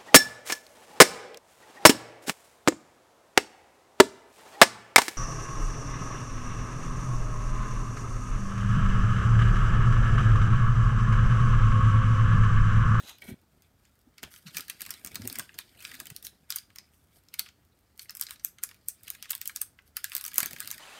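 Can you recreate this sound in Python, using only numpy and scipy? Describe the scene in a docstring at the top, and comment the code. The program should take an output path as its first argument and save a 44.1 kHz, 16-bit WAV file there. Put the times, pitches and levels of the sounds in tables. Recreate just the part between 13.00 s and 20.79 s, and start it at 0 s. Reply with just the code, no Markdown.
"""A finger sliding off a phone is heard first; sharp snaps and fine rustling of crinkly film stand out.
The film wraps a plastic compact: snaps are short filtered noise bursts, rustle is random pops and
rubbing noise through ringing creases, and the hollow case knocks through its resonances.
A small soft room adds a fading noise tail. The hand on the phone makes resonant sliding noise, low
ringing bumps and a rumble of slipping skin; behind it lies coloured noise, a low hum and microphone hiss."""
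import sys
import numpy as np
from scipy import signal
from scipy.fft import rfft, irfft
from scipy.io import wavfile
from scipy.ndimage import uniform_filter1d

SR = 44100
rng = np.random.default_rng(int(sys.argv[2]) if len(sys.argv) > 2 else 0)


def store_wav(level_fs):
    """Save 16-bit WAV to argv[1]."""
    pcm = np.round(np.clip(np.atleast_2d(level_fs), -1, 1) * 32767)
    wavfile.write(sys.argv[1], SR, pcm.T.astype(np.int16))


N = 343759

# the film buckles: t/s, level/dB, body 1-3 kHz relative to it [level/dB],
# treble 7-16 kHz relative to it [level/dB], ring [f/Hz], length [ms]
FILM_SNAPS = [(0.1847, -48, -11, -8, 3380, 2.0), (0.2199, -39, -16, -15, 1990, 3),
              (0.6215, -41.5, -29.5, -17.5, 6400, 1.8), (0.8525, -46.5, -17.5, -19, 6760, 2.0),
              (1.1815, -33.5, -18, -20, 2330, 2.3), (1.2306, -27.5, -13, -13, 1660, 2.4),
              (1.2358, -26.5, -11, -14, 3250, 3), (1.3149, -46, -17, -11, 1570, 2.0),
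              (1.3393, -35.5, -17, -18, 1410, 1.6), (1.3616, -37.5, -14, -15, 2960, 2.8),
              (1.5477, -29.5, -19, -24, 5460, 2.3), (1.5688, -15, -18.5, -12.5, 2330, 4.5),
              (1.5828, -19.5, -24, -14, 5400, 1.7), (1.5952, -30.5, -12, -16, 1480, 2.7),
              (1.6072, -17.5, -34.5, -19, 5000, 2.0), (1.6818, -31.5, -19, -12, 1610, 4.2),
              (1.6983, -19.5, -18, -11.5, 2490, 4.6), (1.807, -25.5, -18.5, -12, 2460, 2.5),
              (1.8174, -20.5, -26, -10, 1790, 4.3), (1.8518, -34, -14, -15, 2500, 2.6),
              (1.863, -30.5, -13.5, -9, 2540, 2.6), (1.8923, -39.5, -7, -12, 1530, 2.9),
              (1.9057, -17.5, -25.5, -11, 5500, 4.8), (1.939, -25, -27, -19.5, 4000, 2.6),
              (2.0474, -18, -28.5, -14.5, 6600, 2.5), (2.062, -28.5, -21, -10, 5550, 2.0),
              (2.0717, -24, -23, -16, 7220, 5.1), (2.117, -38, -14, -15, 2240, 2.0),
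              (2.146, -34, -15, -6, 4300, 1.7), (2.1558, -15.5, -23.5, -16, 3930, 3.4),
              (2.2188, -30, -18.5, -19, 2250, 3), (2.2538, -34.5, -17, -10, 1990, 2.8),
              (2.2751, -15.5, -29.5, -11.5, 6300, 1.2), (2.2988, -18.5, -30, -21, 3980, 2.2),
              (2.3274, -20, -33, -14, 4740, 2.4), (2.3557, -24.5, -16.5, -11.5, 2280, 4.5),
              (2.3871, -20.5, -31, -8, 7300, 1.4), (2.3949, -18.5, -18.5, -11, 1550, 4.3),
              (2.4927, -43.5, -1.5, -32, 1540, 1.1), (2.5422, -38, -19, -21, 7070, 3.1),
              (2.588, -18.5, -17.5, -14, 3980, 1.9), (2.8044, -39, -13, -12, 2540, 3.4),
              (2.8238, -34, -19, -13, 2530, 3.4), (2.8502, -17.5, -19, -27, 2450, 1.6),
              (2.9157, -30.5, -11.5, -18, 1970, 2.2), (2.9427, -34.5, -12, -13, 1990, 2.5),
              (2.952, -34, -15, -11, 1560, 2.0), (3.001, -25, -17.5, -8.5, 1510, 3.1),
              (3.056, -31, -19, -13, 6860, 2.6), (3.0692, -30.5, -18, -9.5, 3050, 2.0),
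              (3.102, -35, -12.5, -5.5, 1910, 2.6), (3.1636, -14, -43, -21, 5140, 1.3),
              (3.2261, -31, -28, -12.5, 3450, 5.3), (3.2492, -23, -29.5, -24, 6440, 2.9),
              (3.2678, -18, -29, -18, 3800, 1.8), (3.504, -9, -31, -18.5, 5230, 2.0),
              (3.516, -28, -33, -13, 5260, 3.9), (3.523, -16.5, -26.5, -22, 3700, 1.8),
              (3.5597, -12.5, -33.5, -12, 6060, 4.8), (3.5852, -17.5, -36.5, -24.5, 4860, 1.7),
              (3.703, -49.5, -8, -18, 1940, 1.5), (3.7591, -29, -22, -15.5, 5130, 2.7),
              (3.7848, -22.5, -26.5, -23, 5300, 2.4), (4.2857, -34, -38.5, -28, 4970, 1.7),
              (4.34, -27, -15.5, -10.5, 2200, 3), (4.3938, -3.5, -33, -18.5, 4380, 2.2),
              (4.4611, -36, -11.5, -30, 2960, 2.3), (4.4878, -34.5, -18, -26, 3130, 2.8),
              (4.977, -38, -33, -14, 2790, 1.6), (4.994, -22, -24.5, -20.5, 4400, 2.5),
              (5.0564, -51, -6, -17, 2180, 1.9), (5.0953, -20.5, -27, -29.5, 4980, 1.4),
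              (5.1072, -25.5, -31, -14, 5880, 1.2), (5.1513, -25.5, -29, -12, 5250, 1.4),
              (5.1698, -23.5, -33, -13, 5170, 4.5), (5.1968, -32, -22, -7, 4550, 2.2),
              (5.2119, -13, -31.5, -9.5, 5030, 1.6), (5.223, -15, -38, -27, 4730, 2.0),
              (5.2367, -29, -26, -9, 5300, 2.3), (5.2672, -24, -25.5, -25, 4160, 2.3),
              (5.2867, -37, -11, -18, 4120, 2.9), (5.294, -42, -10, -8, 5000, 2.0),
              (5.308, -22.5, -18.5, -13.5, 4050, 2.0), (5.359, -37.5, -20, -24, 4040, 3),
              (5.3961, -39, -25, -24, 5800, 2.7), (5.448, -10, -34.5, -11, 6000, 1.2),
              (5.585, -33.5, -20, -26, 3260, 2.0), (5.6316, -34, -14.5, -8, 6120, 0.95),
              (5.6362, -7, -34, -15.5, 7000, 2.4), (5.6898, -32.5, -21, -16, 4700, 3.2),
              (5.7124, -35.5, -14, -22, 2850, 1.6), (5.744, -47, -14, -11, 2470, 2.9),
              (5.8853, -10, -47.5, -13, 7500, 1.5), (6.0338, -35, -36, -10.5, 4160, 2.4),
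              (6.0778, -43.5, -0.5, -18, 2950, 2.2), (6.0806, -33, -13.5, -6.5, 2860, 2.3),
              (6.1027, -16, -30, -12, 3250, 1.2), (6.1507, -37, -13, -15, 1740, 2.0),
              (6.2256, -21, -24.5, -17, 5600, 2.3), (6.2455, -46, -6, -16, 1930, 2.2),
              (6.256, -34, -13, -21, 1930, 2.0), (6.2954, -30, -21, -16, 2930, 2.5),
              (6.3045, -27.5, -20, -3, 6500, 1.4), (6.3075, -12.5, -27, -10.5, 2800, 2.2),
              (6.3178, -30, -28, 2, 1950, 2.2), (6.3313, -25.5, -11.5, -18, 3670, 2.6),
              (6.351, -22, -23.5, -8, 4600, 2.0), (6.3788, -42, -15, -4.5, 4470, 2.3),
              (6.4145, -17, -26.5, -14, 2030, 2.3), (6.4563, -26.5, -21.5, -8, 3130, 4.4),
              (6.4755, -9.5, -45, -15.5, 6200, 2.5), (6.4956, -30.5, -8.5, -20, 2260, 1.6),
              (6.5609, -9.5, -38, -20, 6160, 2.2), (6.5704, -28, -27, -11, 3400, 2.0),
              (6.6163, -10.5, -34, -11, 7870, 1.6), (6.7888, -47.5, -1, -36, 2000, 2.2),
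              (6.9679, -15.5, -22, -10.5, 4900, 3.7), (7.0429, -20.5, -13, -5.5, 1660, 1.05),
              (7.0975, -36, -21, -8, 2510, 2.0), (7.119, -34, -4, -9, 2340, 0.83),
              (7.1334, -37, -12, -5, 5650, 2.0), (7.1513, -18, -22.5, -5, 3450, 1.4),
              (7.1651, -17, -27.5, -9, 4800, 5), (7.1799, -23, -26, -12, 4730, 1.7),
              (7.2109, -23, -25, -11.5, 5220, 2.7), (7.2407, -20.5, -27, -10.5, 3900, 1.4),
              (7.2512, -16.5, -28, -18, 5800, 2.2), (7.263, -20, -28, -10.5, 4530, 2.3),
              (7.2796, -22, -26, -12.5, 6370, 4), (7.3158, -36.5, -14, -13, 1580, 2.9),
              (7.3334, -40, -10, -7, 2290, 1.8), (7.3424, -21.5, -38, -11.5, 6820, 2.6),
              (7.3578, -28.5, -19.5, -3, 6900, 5.1), (7.3811, -0.5, -32, -11.5, 6300, 2.9),
              (7.4033, -12.5, -20, -10.5, 6660, 2.6), (7.4302, -15.5, -17, -10.5, 2270, 2.2),
              (7.4588, -11, -28.5, -15.5, 6340, 3.1), (7.5097, -29, -18.5, -11, 1880, 2.6),
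              (7.5323, -26.5, -18.5, -10, 2320, 1.7), (7.5633, -32, -9, -17, 1560, 1.3),
              (7.586, -36, -16, -12, 3540, 2.0), (7.5975, -35, -14, -14, 1700, 2.5),
              (7.6036, -17.5, -24.5, -11, 1530, 2.7), (7.618, -40.5, -1.5, -31, 1550, 2.2),
              (7.627, -35, -13, -13, 1920, 2.0), (7.6468, -38, -14, -14, 1930, 2.0),
              (7.6574, -38, -21, -7, 1610, 2.3), (7.675, -17.5, -26.5, -16, 4640, 2.0),
              (7.7044, -19.5, -29, -19, 3700, 2.4), (7.7133, -13.5, -31, -15.5, 6000, 2.2),
              (7.727, -31, -15.5, -14, 2150, 2.0), (7.7798, -34, -13, -11, 1910, 3.5)]
# borders of the body, middle and treble bands: f/Hz
SNAP_BAND_EDGES = [1100, 3000, 7000, 17000]
# extra decay of body, middle and treble: rate [per length of the snap]
BAND_HASTE = [0, 0.21, 2.1]
# colour of the film's sound: f/Hz, level/dB [per Hz]
FILM_COLOUR = [(410, -32), (700, -1), (1060, -11), (1540, -7), (1680, -4.5), (2400, -5), (3320, -6),
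               (4920, -1.5), (7690, -2), (8420, 4.5), (10100, -1.5), (12500, 5.5), (16000, 5)]
HALO_DB, HALO_MS = -33, 2.5  # a faint short noise swells and fades around each snap


def snaps(rise=0.065, fall=1.0, ring_db=8, sharpness=9, crack_db=7.5):
    """Each buckle is a noise burst a few ms long, with a ringing facet and its own level in three bands."""
    size, lead = 1400, 500  # samples in a burst, and how many of them come before the snap
    ms = (np.arange(size) - lead) / SR * 1000
    after = np.maximum(ms, 0)
    halo = from_db(HALO_DB) * np.exp(-abs(ms) / HALO_MS)
    crack = from_db(crack_db) * (ms == 0)  # one sharp click opens the snap
    noises = rng.standard_normal((len(FILM_SNAPS), size))
    out = np.zeros(N + size)
    for row, levels_db, noise in zip(FILM_SNAPS, snap_levels().T, noises):
        s, *_, ring_hz, length_ms = row
        # rise and fall are shares of the snap's length
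        shape = (1 - np.exp(-after / (rise * length_ms))) * np.exp(-after / (fall * length_ms))
        burst = coloured(noise * (shape / shape.max() + halo) + crack, FILM_COLOUR)
        rung = burst + resonate(burst, [(ring_hz, ring_hz / sharpness, ring_db)])  # the freed facet rings
        at = round(s * SR)
        for low, high, db, haste in zip(SNAP_BAND_EDGES, SNAP_BAND_EDGES[1:], levels_db, BAND_HASTE):
            source = rung if low < ring_hz else burst  # bands wholly above the ring leave it out
            part = band(source, low, high, order=3) * np.exp(-haste * after / length_ms)
            loudest = uniform_filter1d(part ** 2, 132).max()  # power over its loudest 3 ms
            out[at:at + size] += from_db(db) * part / np.sqrt(loudest)
    return out[lead:N + lead]


# the middle band lies between body and treble, and fills in when both fall short of the top
TOP_DB, MIDDLE_DB, MIDDLE_FILL = -13, -1, 1


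def snap_levels():
    """Body, middle and treble level of each snap in dB: its own level plus an offset for each band."""
    _, level_db, body_db, treble_db, *_ = np.transpose(FILM_SNAPS)
    short_db = np.maximum(TOP_DB - np.maximum(body_db, treble_db), 0)
    middle_db = (body_db + treble_db) / 2 + MIDDLE_DB + MIDDLE_FILL * short_db
    return level_db + np.array([body_db, middle_db, treble_db])


def rustle(per_s=1200, spread_db=2.0, clump_db=3.0, split_hz=4500, smooth_db=-8, facet_db=3.0,
           sharpness=3.27):
    """Tiny creases pop at random, in clumps, over rubbing noise; facets of many sizes take turns to ring."""
    dull_gain, bright_gain = rustle_levels()
    sizes = from_db(spread_db * np.minimum(rng.exponential(1, N), 4)) * rng.choice([-1, 1], N)
    pops = rms_one(sizes * (rng.random(N) < per_s / SR)) * from_db(clump_db * drift(39.0))
    rub = pops + from_db(smooth_db) * rng.standard_normal(N)
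    facets = np.zeros(N)
    for k, hz in enumerate(np.geomspace(1400, 7000, num=10)):
        stirred = rub * from_db(facet_db * drift(22.0))  # each facet's level wanders by itself
        facets += (-1) ** k * resonate(stirred, [(hz, hz / sharpness, 0)])
    dull = rms_one(band(coloured(facets, FILM_COLOUR), 1340, split_hz))
    bright = rms_one(band(coloured(rub + facets, FILM_COLOUR), split_hz, 12700))
    return dull_gain * dull + bright_gain * bright


# how busily the fingers work the film: t/s, level/dB [before the dull and bright offsets]
FILM_WORK = [(0.0, -47), (0.17, -64), (0.32, -67), (1.17, -66.5), (1.41, -55), (2.3, -46.5), (2.65, -55.5),
             (3.08, -51), (3.32, -63), (4.97, -68), (5.19, -65), (5.86, -61.5), (6.47, -68), (6.72, -75),
             (6.99, -72), (7.14, -36), (7.29, -45.5), (7.79, -40.5)]
WORK_DULL_DB, WORK_BRIGHT_DB = -13.5, -16
# fingers slide on the film: t/s [loudest moment], level/dB [dull part],
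# brightness relative to it [level/dB], swell [ms], fade [ms]
FILM_RUBS = [(.092, -50.5, -3, 97, 36), (.24, -68, 12, 23, 40), (.292, -54, 4, 50, 31),
             (1.338, -61.5, 6.5, 44, 120), (1.468, -42, -10, 6.6, 39), (1.561, -46.5, -2, 31, 74),
             (1.93, -53, -4, 81, 67), (2.24, -51, -4, 46, 60), (2.39, -46, -5, 56, 43),
             (2.85, -50, -3.5, 79, 160), (2.95, -52, -8, 63, 80), (3.248, -51, 12.5, 8.3, 32),
             (3.97, -83.5, 14, 80, 140), (4.17, -65.5, 2, 56, 37), (5.02, -54, 11, 22, 24),
             (5.34, -54, 1.5, 60, 17), (6.09, -53, -2, 50, 105), (6.88, -65, 4.5, 22, 17),
             (7.23, -66, 7, 57, 50), (7.42, -48, -6, 40, 60), (7.65, -51, 0, 23, 100)]
RUB_DROP_DB = 15  # lost over the swell and over the fade; the grip uses it too


def rustle_levels():
    """Dull and bright gain of the rustle: the powers of steady work, slides and snap wakes add up."""
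    work_db, = in_time(FILM_WORK)
    s, db, bright_db, swell_ms, fade_ms = np.transpose(FILM_RUBS)
    body_db, middle_db, treble_db = snap_levels()
    dull = swells(s, db, swell_ms, fade_ms, RUB_DROP_DB)
    dull += from_db(2 * (work_db + WORK_DULL_DB))
    dull += wake((body_db + middle_db) / 2, AFTER_DULL_DB)
    bright = swells(s, db + bright_db, swell_ms, fade_ms, RUB_DROP_DB)
    bright += from_db(2 * (work_db + WORK_BRIGHT_DB))
    bright += wake(treble_db, AFTER_BRIGHT_DB)
    return np.sqrt(dull), np.sqrt(bright)


# the film rustles around each snap: offsets for a snap of usual level and length
AFTER_DULL_DB, AFTER_BRIGHT_DB, AFTER_MS, BEFORE_MS = -10.5, -20.5, 17.4, 5
USUAL_DB, USUAL_MS = -40, 2
# strong snaps leave a little less wake for their strength, long ones more
AFTER_FOLLOWS, AFTER_DB_PER_DOUBLING = 0.95, 0.5


def wake(db, offset_db):
    """Power of the rustle around the snaps, which grows with their level in one band and their length."""
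    s, *_, length_ms = np.transpose(FILM_SNAPS)
    longer_db = AFTER_DB_PER_DOUBLING * np.log2(length_ms / USUAL_MS)
    wake_db = USUAL_DB + AFTER_FOLLOWS * (db - USUAL_DB) + longer_db
    return swells(s, wake_db + offset_db, BEFORE_MS, AFTER_MS, 7.7)


# the hollow case of the compact is knocked: t/s, level/dB [peak], rattle length [ms]
CASE_KNOCKS = [(1.232, -43.5, 18), (1.566, -51, 8), (2.157, -55, 6), (2.391, -41, 7.8), (4.392, -67, 4.2),
               (6.308, -54, 6.6), (6.969, -67, 5.3), (7.382, -33.5, 2.6), (7.403, -45, 9.2),
               (7.432, -44, 4.7)]
# its hollow resonances: f/Hz, width [f/Hz], level/dB
CASE_MODES = [(370, 60, 20.5), (650, 290, 25), (954, 83, -5)]


def knocks(rattle_db=-14):
    """A soft click and a short noisy rattle make the hollow case ring at its own pitches."""
    out, ms = np.zeros(N), np.arange(2000) / SR * 1000
    noises = rng.standard_normal((len(CASE_KNOCKS), len(ms)))
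    for (s, db, length_ms), noise in zip(CASE_KNOCKS, noises):
        click = np.exp(-((ms - .4) / 0.25) ** 2)
        rattle = from_db(rattle_db) * noise * np.exp(-ms / length_ms)
        blow = band(resonate(click + rattle, CASE_MODES), 280, 3300)  # a small case sends out little bass
        at = round(s * SR)
        out[at:at + len(ms)] += from_db(db) * blow / abs(blow).max()
    return out


def settling(per_s=25, level_db=-61, spread_db=5.5):
    """The crumpled film ticks faintly by itself: single clicks at random times, coloured by the film."""
    sizes_db = level_db + spread_db * np.minimum(rng.exponential(1, N), 3)
    sizes = from_db(sizes_db) * rng.choice([-1, 1], N)
    return band(coloured(sizes * (rng.random(N) < per_s / SR), FILM_COLOUR), 2000, 15000)


# a finger slides off the phone, one list for each of two strokes: t/s, level/dB [before a 7 dB cut]
SLIDE_STROKES = [
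    [(0.0, -40), (0.018, -60), (0.034, -49), (0.096, -41.5), (0.192, -63), (0.2, -78)],
    [(0.21, -84), (0.222, -40.5), (0.26, -53.5), (0.29, -44), (0.328, -51), (0.4, -88)],
]
# what rings with each stroke: f/Hz, width [f/Hz], level/dB
STROKE_RINGS = [
    [(710, 890, -5.5), (1610, 97, -20), (2460, 61, 0), (3530, 560, -1), (3980, 110, 7), (6440, 690, -4)],
    [(600, 52, -3), (1530, 74, 1), (1910, 63, 4.5), (2260, 63, 9.5), (3270, 360, -2.5), (4160, 120, -2)],
]


def slide():
    """Smooth friction noise excites the resonances of each stroke."""
    out, t = 0, np.arange(N) / SR
    for stroke, rings in zip(SLIDE_STROKES, STROKE_RINGS):
        level_db, = in_time(stroke)
        touching = (t >= stroke[0][0]) & (t < stroke[-1][0])
        friction = rms_one(resonate(rng.standard_normal(N), rings))
        out = out + touching * from_db(level_db - 7) * friction
    return out


# fingertips bump the phone: t/s [loudest moment], pitch [f/Hz], level/dB [peak], length [ms]
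PHONE_BUMPS = [(0.292, 215, -34, 10), (0.319, 232, -36, 13), (.315, 374, -47.5, 36),
               (0.328, 104.6, -35, 12), (.342, 200, -39, 6.9), (1.077, 268, -51, 10.6),
               (1.235, 275, -45, 9.2), (1.253, 78.2, -49, 10), (1.468, 178, -41.5, 17),
               (1.488, 140.5, -46.5, 15), (1.569, 175, -51, 36), (2.051, 251, -47.5, 6.5),
               (2.143, 110, -49, 13), (2.202, 222, -36, 7.7), (2.222, 94, -42.5, 40),
               (2.254, 249, -39.5, 32), (2.262, 106.5, -43, 69), (2.27, 366, -49.5, 43),
               (2.955, 262, -56, 58), (2.322, 268, -50, 47), (2.369, 241, -50, 8),
               (3.121, 145.6, -41, 13.7), (7.43, 191, -36.5, 5.3)]


def bumps(rise=0.57):
    """A soft touch makes the phone's body ring low: a sine that swells smoothly and soon dies."""
    out, t = np.zeros(N), np.arange(N) / SR
    for (s, hz, db, length_ms), turn in zip(PHONE_BUMPS, rng.random(len(PHONE_BUMPS))):
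        near = slice(round((s - .1) * SR), round((s + .2) * SR))
        u = (t[near] - s) * 1000 / length_ms
        swell = np.exp(-np.where(u < 0, u / rise, u / (1 - rise)) ** 2)
        out[near] += from_db(db) * swell * np.sin(2 * np.pi * (hz * t[near] + turn))
    return out


# the hand shifts on the phone: t/s [loudest moment], level/dB [before the lumps], swell [ms], fade [ms]
GRIP_SHIFTS = [(0.01, -58, 30, 57), (.3, -50.5, 65, 64), (.435, -64, 19, 22), (.54, -69, 23, 110),
               (1.08, -69, 45, 76), (1.23, -52.5, 7.6, 82), (1.56, -59, 95, 160), (1.93, -61.5, 210, 83),
               (2.262, -51, 195, 145), (2.41, -50.5, 77, 25), (2.65, -66.5, 240, 43), (3.0, -62, 420, 360),
               (4.402, -55, 7.7, 18), (7.44, -53, 60, 104), (7.6, -61.5, 320, 350)]
# colour of the rumble: f/Hz, level/dB [per Hz]
RUMBLE_COLOUR = [(24, -54), (40, -11), (86, -6), (253, -3), (318, -8), (390, -8), (496, -15), (650, -11.5),
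                 (1000, -19), (1300, -84), (2200, -120)]
GRIP_REST_DB = -77  # the rumble that stays between shifts


def grip(lumps_db=4.5):
    """Skin slipping on the phone is low noise whose level wanders in lumps."""
    gain = np.sqrt(swells(*np.transpose(GRIP_SHIFTS), RUB_DROP_DB) + from_db(2 * GRIP_REST_DB))
    rumble = rms_one(coloured(rng.standard_normal(N), RUMBLE_COLOUR))
    return gain * from_db(lumps_db * drift(35.0)) * rumble


# reflections, one row an octave: centre [f/Hz], time to fall 60 dB [t/s], level/dB
ROOM_OCTAVES = [(1026, 0.22, -33.5), (2170, 0.29, -44.5), (4120, 0.26, -41), (8560, 0.19, -40.5),
                (16500, 0.2, -49)]


def room(x, gap_ms=2.7, early_db=10.0, early_t60=0.039, grain_db=3.0):
    """Reflections are noise dying in each octave; near surfaces add a quicker, grainy first part."""
    s = np.arange(SR // 2) / SR
    grains = rng.exponential(1, len(s) // 30).clip(0, 4)  # each holds for 30 samples
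    echoes = rms_one(from_db(grain_db * np.repeat(grains, 30)))
    early = from_db(early_db - 60 * s / early_t60) * echoes
    tail = 0
    for hz, t60, db in ROOM_OCTAVES:
        fade = from_db(-60 * s / t60) + early
        noise = rng.standard_normal(len(s)) * fade * (s * 1000 > gap_ms)
        tail = tail + from_db(db) * band(noise, hz / np.sqrt(2), hz * np.sqrt(2))
    return signal.fftconvolve(x, tail)[:N]


# colour of the hum and hiss: f/Hz, level/dB [per Hz]
AIR_COLOUR = [(25, -43), (45, 0), (86, 4.5), (125, -1), (255, -8.5), (320, -11), (1030, -18.5), (1270, -15),
              (2670, -24.5), (8090, -26.5), (10300, -30.5), (12000, -26.5), (15600, -27.5)]
AIR_DB = -67.5


def air():
    """Room hum and microphone hiss are one steady coloured noise with a slightly wandering level."""
    gain = from_db(AIR_DB + 0.5 * drift(9.0))
    return gain * rms_one(coloured(rng.standard_normal(N), AIR_COLOUR))


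def from_db(db):
    """Decibels to gain."""
    return 10 ** (np.asarray(db) / 20)


def rms_one(x):
    """Scale to an average strength (rms) of 1."""
    return x / np.sqrt(np.mean(x ** 2) + 1e-20)


def in_time(rows):
    """Join the points of each column by straight lines, giving one value a sample."""
    s, *columns = np.transpose(rows)
    return [np.interp(np.arange(N) / SR, s, c) for c in columns]


def band(x, low_hz, high_hz, order=2):
    """Keep the sound between two frequencies (Butterworth band-pass)."""
    edges = [low_hz, min(high_hz, SR * .49)]
    return signal.sosfilt(signal.butter(order, edges, "band", fs=SR, output="sos"), x)


def coloured(x, spectrum):
    """Filter to the given spectrum in minimum phase, so that nothing sounds early."""
    hz, db = np.transpose(spectrum)
    grid = np.fft.rfftfreq(8192, 1 / SR)
    cepstrum = irfft(np.log(from_db(np.interp(np.log(grid + 1), np.log(hz), db))))
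    # folding the cepstrum onto its first half gives minimum phase
    cepstrum[1:4096] *= 2
    cepstrum[4097:] = 0
    return signal.fftconvolve(x, irfft(np.exp(rfft(cepstrum))))[:len(x)]


def drift(rate):
    """Slow random wander of rms 1: noise smoothed twice at the given rate in Hz."""
    r = np.exp(-2 * np.pi * rate / SR)
    return rms_one(signal.lfilter([1], [1, -2 * r, r * r], rng.standard_normal(N + SR))[SR:])


def resonate(x, modes):
    """Ring at several pitches side by side (two-pole resonances), with alternating signs."""
    out = 0
    for k, (hz, width_hz, db) in enumerate(modes):
        r = np.exp(-np.pi * width_hz / SR)
        a = [1, -2 * r * np.cos(2 * np.pi * hz / SR), r * r]
        b = [(1 - r * r) / 2, 0, (r * r - 1) / 2]
        out = out + (-1) ** k * from_db(db) * signal.lfilter(b, a, x)
    return out


def swells(s, db, swell_ms, fade_ms, drop_db):
    """Power of gestures that grow to a top and die away, losing drop_db over each swell or fade time."""
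    steps = np.arange(N // 32 + 1)  # one value every 32 samples
    power, ms = np.zeros(len(steps)), steps * 32000 / SR
    for at, top_db, up, down in zip(*np.broadcast_arrays(s, db, swell_ms, fade_ms)):
        away = ms - 1000 * at
        power += from_db(2 * (top_db - drop_db * np.where(away < 0, -away / up, away / down)))
    return np.interp(np.arange(N) / 32, steps, power)


def scene():
    """Film and case with their reflections, the hand on the phone, the air."""
    film = snaps() + rustle() + knocks() + settling()
    hand = slide() + bumps() + grip()
    return (film + room(film) + hand + air())[None]


def record(dry):
    """The loudest peaks are rounded, and the top is cut by 70 dB from 16640 Hz up."""
    rounded = .85 * np.tanh(dry / .85)
    return signal.sosfilt(signal.cheby2(14, 70, 16640, fs=SR, output="sos"), rounded)


dry = scene()
out = record(dry)
store_wav(out)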